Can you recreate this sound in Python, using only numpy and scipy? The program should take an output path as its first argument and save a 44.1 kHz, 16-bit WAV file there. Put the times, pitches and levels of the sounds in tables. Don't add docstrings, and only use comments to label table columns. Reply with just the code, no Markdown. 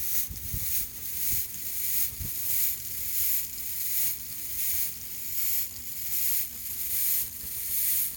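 import sys
import numpy as np
from scipy import signal
from scipy.fft import rfft, irfft
from scipy.io import wavfile
from scipy.ndimage import uniform_filter1d

SR = 44100
rng = np.random.default_rng(int(sys.argv[2]) if len(sys.argv) > 2 else 0)


def generate_wav(signal):
    frames = np.transpose(np.atleast_2d(signal))
    scaled = np.clip(frames, -1, 1) * 32767
    pcm = np.round(scaled).astype(np.int16)
    wavfile.write(sys.argv[1], SR, pcm)


N = 359856
TIME_S = np.arange(N) / SR
FREQ_HZ = np.fft.rfftfreq(N, 1 / SR)
BAND_EDGE_HZ = 17200


def gain_of(db):
    return 10 ** (np.asarray(db) / 20)


def unit_rms(x):
    return x / np.sqrt(np.mean(x ** 2) + 1e-20)


def at_time(points, time_s):
    return np.interp(time_s, *np.transpose(points))


def at_hz(points, hz):
    freq_hz, value = np.transpose(points)
    return np.interp(np.log(hz + 1), np.log(freq_hz + 1), value)


def coloured(x, spectrum):
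    return irfft(rfft(x) * unit_rms(gain_of(at_hz(spectrum, FREQ_HZ))), N)


def wander(rate_hz):
    white = rfft(rng.standard_normal(N))
    return unit_rms(irfft(white * FREQ_HZ / rate_hz * np.exp(-FREQ_HZ / rate_hz), N))


def stft(x, size=512):
    hz, frame_s, bins = signal.stft(x, SR, nperseg=size)
    return hz[:, None], frame_s, bins


def istft(bins):
    return signal.istft(bins, SR)[1][:N]


# outbreak_s, end_s, top_db, jump_db, lull_db
SURGE_CYCLES = [(0.104, .289, -23.5, 5.5, -42), (0.69, 0.884, -25, 4.5, -42), (1.182, 1.487, -26, 5, -39.5),
                (1.927, 2.12, -24, 3.5, -39.5), (2.465, 2.771, -25, 5, -38), (3.12, 3.467, -25.5, 5, -38.5),
                (3.904, 4.171, -25, 4.5, -39), (4.56, 4.933, -26.5, 6, -40),
                (5.336, 5.707, -26.5, 6.5, -42), (6.096, 6.491, -25.8, 6.5, -40.5),
                (6.913, 7.289, -25.5, 5, -41), (7.706, 8.12, -25.5, 5.5, -39)]


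def pressure_db(time_s, full_db=-24, outbreak_rise_s=0.04, collapse_s=0.125):
    level_db = np.zeros(len(time_s))
    start_s = 2 * SURGE_CYCLES[0][1] - SURGE_CYCLES[1][1]
    floor_db = SURGE_CYCLES[0][4]
    for outbreak_s, end_s, top_db, jump_db, lull_db in SURGE_CYCLES:
        t = time_s[time_s >= start_s]
        build = 1 - np.clip((outbreak_s - t) / (outbreak_s - start_s), 0, 1) ** 1.43
        surge = 1 - np.exp(-np.maximum(t - outbreak_s, 0) / outbreak_rise_s)
        collapse = np.clip(1 - (end_s - t) / collapse_s, 0, 1) ** 1.93
        rising_db = floor_db + (top_db - jump_db - floor_db) * build + jump_db * surge
        level_db[time_s >= start_s] = rising_db + (lull_db - rising_db) * collapse
        start_s, floor_db = end_s, lull_db
    return level_db - full_db


def pressure_sag(range_db=15):
    coarse_s = TIME_S[::64]
    return np.interp(TIME_S, coarse_s, np.clip(-pressure_db(coarse_s) / range_db, 0, 1))


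# freq_hz, relative_db
HISS_SPECTRUM = [(200, -41), (700, -31.5), (1200, -27), (1550, -25.5), (1950, -17), (2800, -21.5),
                 (3400, -16.5), (4800, -17), (5700, -11), (6700, -8.5), (8000, -10.5), (11500, -5),
                 (14000, -1), (17000, 1.5)]
# freq_hz, slope_db_per_db
PRESSURE_SLOPE = [(900, 0.93), (2200, 0.94), (4500, 0.95), (7000, 1), (9500, 1), (15000, 1.1)]
# centre_hz, half_width_hz, relative_boost_db
NOZZLE_MODES = [(977, 92, 6), (2300, 280, 4.5), (2740, 59, 4.5), (3060, 55, 8.5), (3480, 44, 4),
                (4240, 120, 4.5), (5280, 180, 2.5), (6970, 140, 0.5)]
# time_s, factor
COLOUR_DEPTH = [(0, 0.5), (1, 0.89), (2, 0.97), (4.3, 1.15), (5.5, 1.2), (6.5, 1.05), (8.1, 0.92)]
# time_s, aim
MIC_AIM = [(0, 1), (1.2, 0.54), (2.2, -0.14), (3.4, 0.01), (4.3, 0.35), (5.2, 0.56), (6, 0.59), (6.7, -.6),
           (8.1, -1.65)]
# freq_hz, db_per_aim
AIM_COLOUR = [(1500, 0.5), (2400, 1), (4000, 0.5), (5300, 1), (6500, 1.7), (9000, -0.9), (11500, -0.5),
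              (13600, -1), (16000, 2.5), (17000, 2.5)]


def jet(level_db=-23, flutter_db=0.67, flutter_hz=110, sway_db=0.36, sway_hz=7,
        sputter_db=1.7, sputter_hz=14):
    hz, frame_s, noise = stft(rng.standard_normal(N))
    modes_db = sum(db * np.exp(-((hz - centre_hz) / width_hz) ** 2)
                   for centre_hz, width_hz, db in NOZZLE_MODES)
    aim_db = at_time(MIC_AIM, frame_s) * at_hz(AIM_COLOUR, hz)
    colour = gain_of(at_hz(HISS_SPECTRUM, hz) + at_time(COLOUR_DEPTH, frame_s) * modes_db + aim_db)
    colour /= np.sqrt(np.mean(colour[hz[:, 0] < BAND_EDGE_HZ] ** 2, axis=0))
    drive = gain_of(at_hz(PRESSURE_SLOPE, hz) * pressure_db(frame_s))
    unsteady_db = flutter_db * wander(flutter_hz) + sway_db * wander(sway_hz)
    unsteady_db += sputter_db * pressure_sag() * wander(sputter_hz)
    return istft(noise * colour * drive) * gain_of(level_db + unsteady_db)


# start_s, relative_db
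LOUD_SPITS = [(.359, -32.5), (1.544, -32), (1.586, -42), (2.801, -32), (2.85, -34), (2.884, -34),
              (3.449, -33.5), (3.53, -36), (3.584, -33), (4.198, -34.5), (4.266, -37), (4.326, -35),
              (5.014, -34), (5.148, -35), (5.763, -34)]
# freq_hz, relative_db
FIZZ_SPECTRUM = [(800, -26), (2200, -15), (3300, -2), (4300, -7), (7000, 6), (8500, 3), (17000, -19)]


def spits(gain_db=2, fizz_db=-2.5, rate_hz=62, jitter=0.11, spread_db=2, rise_s=0.00038,
          dry_db=-55, wet_db=-40, wetting_s=1.7):
    count = np.cumsum(rate_hz * np.exp(jitter * wander(30))) / SR
    ticks = np.diff(np.floor(count), prepend=0)
    sputter_db = np.interp(TIME_S, [0, wetting_s], [dry_db, wet_db])
    bursts = ticks * pressure_sag() * gain_of(sputter_db + spread_db * rng.standard_normal(N))
    for start_s, db in LOUD_SPITS:
        bursts[round(start_s * SR)] += gain_of(db)
    t = TIME_S[:SR // 150]
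    envelope = t / rise_s * np.exp(1 - t / rise_s)
    pitches_hz = np.linspace(4600, 7000, num=5)
    size = rng.integers(0, len(pitches_hz), N)
    pops = sum(signal.oaconvolve(bursts * (size == k), envelope * np.sin(2 * np.pi * hz * t))[:N]
               for k, hz in enumerate(pitches_hz))
    fizz_envelope = signal.oaconvolve(bursts, np.sqrt(envelope))[:N]
    fizz = coloured(fizz_envelope * rng.standard_normal(N), FIZZ_SPECTRUM)
    return gain_of(gain_db) * (pops + gain_of(fizz_db) * fizz)


# freq_hz, relative_gain
REFLECTION_GAIN = [(1000, .22), (3400, .22), (6000, .35), (8000, .48), (10500, .48), (15000, .41)]
# time_s, lag_ms
REFLECTION_LAG = [(0, .466), (1.1, .446), (2.2, 0.44), (3.2, 0.43), (4.6, 0.45), (5.4, .422), (6.1, 0.429),
                  (6.8, .436), (8.15, 0.45)]


def close_reflection(x):
    hz, frame_s, bins = stft(x)
    gain = at_hz(REFLECTION_GAIN, hz) * np.sqrt(at_time(COLOUR_DEPTH, frame_s))
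    lag_s = at_time(REFLECTION_LAG, frame_s) / 1000
    comb = 1 + gain * np.exp(-2j * np.pi * hz * lag_s)
    return istft(bins * comb / np.sqrt(1 + gain ** 2))


def porch(x, wet_db=-12, t60_s=0.051, predelay_s=0.003, taps_per_s=3000, cutoff_hz=12000):
    t = TIME_S[:SR // 5]
    centres_s, spacing_s = np.linspace(0, TIME_S[-1], num=4, retstep=True)
    dull = irfft(rfft(x) / (1 + (FREQ_HZ / cutoff_hz) ** 4), N)
    wet = np.zeros(N)
    for centre_s in centres_s:
        taps = rng.standard_normal(len(t)) * (rng.random(len(t)) < taps_per_s / SR)
        tail = taps * (t > predelay_s) * gain_of(-60 * t / t60_s)
        crossfade = np.sqrt(np.clip(1 - abs(TIME_S - centre_s) / spacing_s, 0, 1))
        wet += crossfade * signal.oaconvolve(dull, tail / np.linalg.norm(tail))[:N]
    return x + gain_of(wet_db) * wet


# pitch_hz, relative_db
PUMP_PARTIALS = [(120, -71), (240, -65.5)]


def pump(swing_db=14, waver_rad=0.25):
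    load = uniform_filter1d(pressure_sag(), size=6000) ** 2
    hum = sum(gain_of(db) * np.sin(2 * np.pi * hz * TIME_S + waver_rad * wander(5.5))
              for hz, db in PUMP_PARTIALS)
    return np.sqrt(2) * hum * gain_of(swing_db * (load - 0.5))


# freq_hz, relative_db
RUMBLE_SPECTRUM = [(20, -20), (35, -11.5), (55, 3.5), (80, 0.5), (120, -4.5), (190, -9.5), (300, -14.5),
                   (420, -17), (650, -24.5), (1500, -23.5), (5000, -24.5)]
# time_s, level_db
RUMBLE_TREND = [(0, -48), (1.3, -49), (1.55, -52), (2.1, -48), (3.1, -50.5), (3.35, -53), (3.7, -50),
                (8.1, -50.5)]


def rumble(swell_db=1.62, gust_db=1.0, gust_corner_hz=90):
    hz, frame_s, bins = stft(coloured(rng.standard_normal(N), RUMBLE_SPECTRUM), size=2048)
    gusts_db = gust_db * np.interp(frame_s, TIME_S, wander(2)) / (1 + (hz / gust_corner_hz) ** 2)
    level_db = at_time(RUMBLE_TREND, TIME_S) + swell_db * wander(4)
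    return istft(bins * gain_of(gusts_db)) * gain_of(level_db)


# start_s, length_s, relative_db
AIR_PUFFS = [(0.291, 0.081, -39), (0.425, 0.052, -40), (0.523, 0.066, -33), (0.604, 0.044, -39.5),
             (0.669, 0.047, -44.5), (0.805, 0.032, -42), (1.307, 0.059, -40), (1.37, 0.034, -42),
             (2.112, 0.032, -43), (2.197, 0.091, -36), (3.197, 0.032, -46)]


def buffets(gain_db=2, bass_cut_hz=44, mid_width_hz=109, mid_db=-40, db_per_octave=16):
    out, size = np.zeros(N + SR), 16384
    t = (np.arange(size) - size // 2) / SR
    hz = np.fft.rfftfreq(size, 1 / SR)
    highpass = (hz / bass_cut_hz) ** 4 / np.sqrt(1 + (hz / bass_cut_hz) ** 8)
    for start_s, length_s, db in AIR_PUFFS:
        swell = np.exp(-0.5 * (t / (0.31 * length_s)) ** 2)
        width_hz = mid_width_hz * 2 ** ((db - mid_db) / db_per_octave)
        eddies = irfft(rfft(rng.standard_normal(size)) / (1 + (hz / width_hz) ** 4))
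        puff = unit_rms(irfft(rfft(swell * eddies) * highpass))
        offset = round((start_s + length_s / 2) * SR)
        out[offset:offset + size] += gain_of(db + gain_db) * puff * np.sqrt(np.mean(swell ** 2))
    return out[size // 2:][:N]


def tone_pulse(peak_s, level_db, pitch_hz, sigma_s):
    t = TIME_S - peak_s
    envelope = np.exp(-0.5 * np.minimum((t / sigma_s) ** 2, 100))
    return gain_of(level_db) * envelope * np.sin(2 * np.pi * pitch_hz * t)


# peak_s, level_db, pitch_hz
HAND_KNOCKS = [(.341, -34, 190), (0.545, -37, 300), (0.567, -41, 258), (0.815, -37, 190), (1.324, -31, 200),
               (1.565, -39, 160), (2.253, -30.5, 210)]


def knocks(sigma_cycles=0.24):
    return sum(tone_pulse(peak_s, db, hz, sigma_cycles / hz) for peak_s, db, hz in HAND_KNOCKS)


# peak_s, relative_db, pitch_hz, sigma_s
DISTANT_TONES = [(1.645, -62, 317, .04), (1.719, -65, 450, 0.031), (2.344, -64, 315, .06),
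                 (4.413, -61.5, 310, 0.062), (5.13, -67.5, 361, 0.084), (7.623, -67.5, 446, 0.11)]


def far_tones(gain_db=3):
    return sum(tone_pulse(peak_s, db + gain_db, hz, sigma_s)
               for peak_s, db, hz, sigma_s in DISTANT_TONES)


def scene():
    machine = porch(close_reflection(jet() + spits())) + pump()
    return (machine + buffets() + knocks() + rumble() + far_tones())[None]


def record(dry):
    lowpass = signal.firwin(511, BAND_EDGE_HZ, window=("kaiser", 9), fs=SR)
    return signal.oaconvolve(dry, lowpass[None], "same")


dry = scene()
out = record(dry)
generate_wav(out)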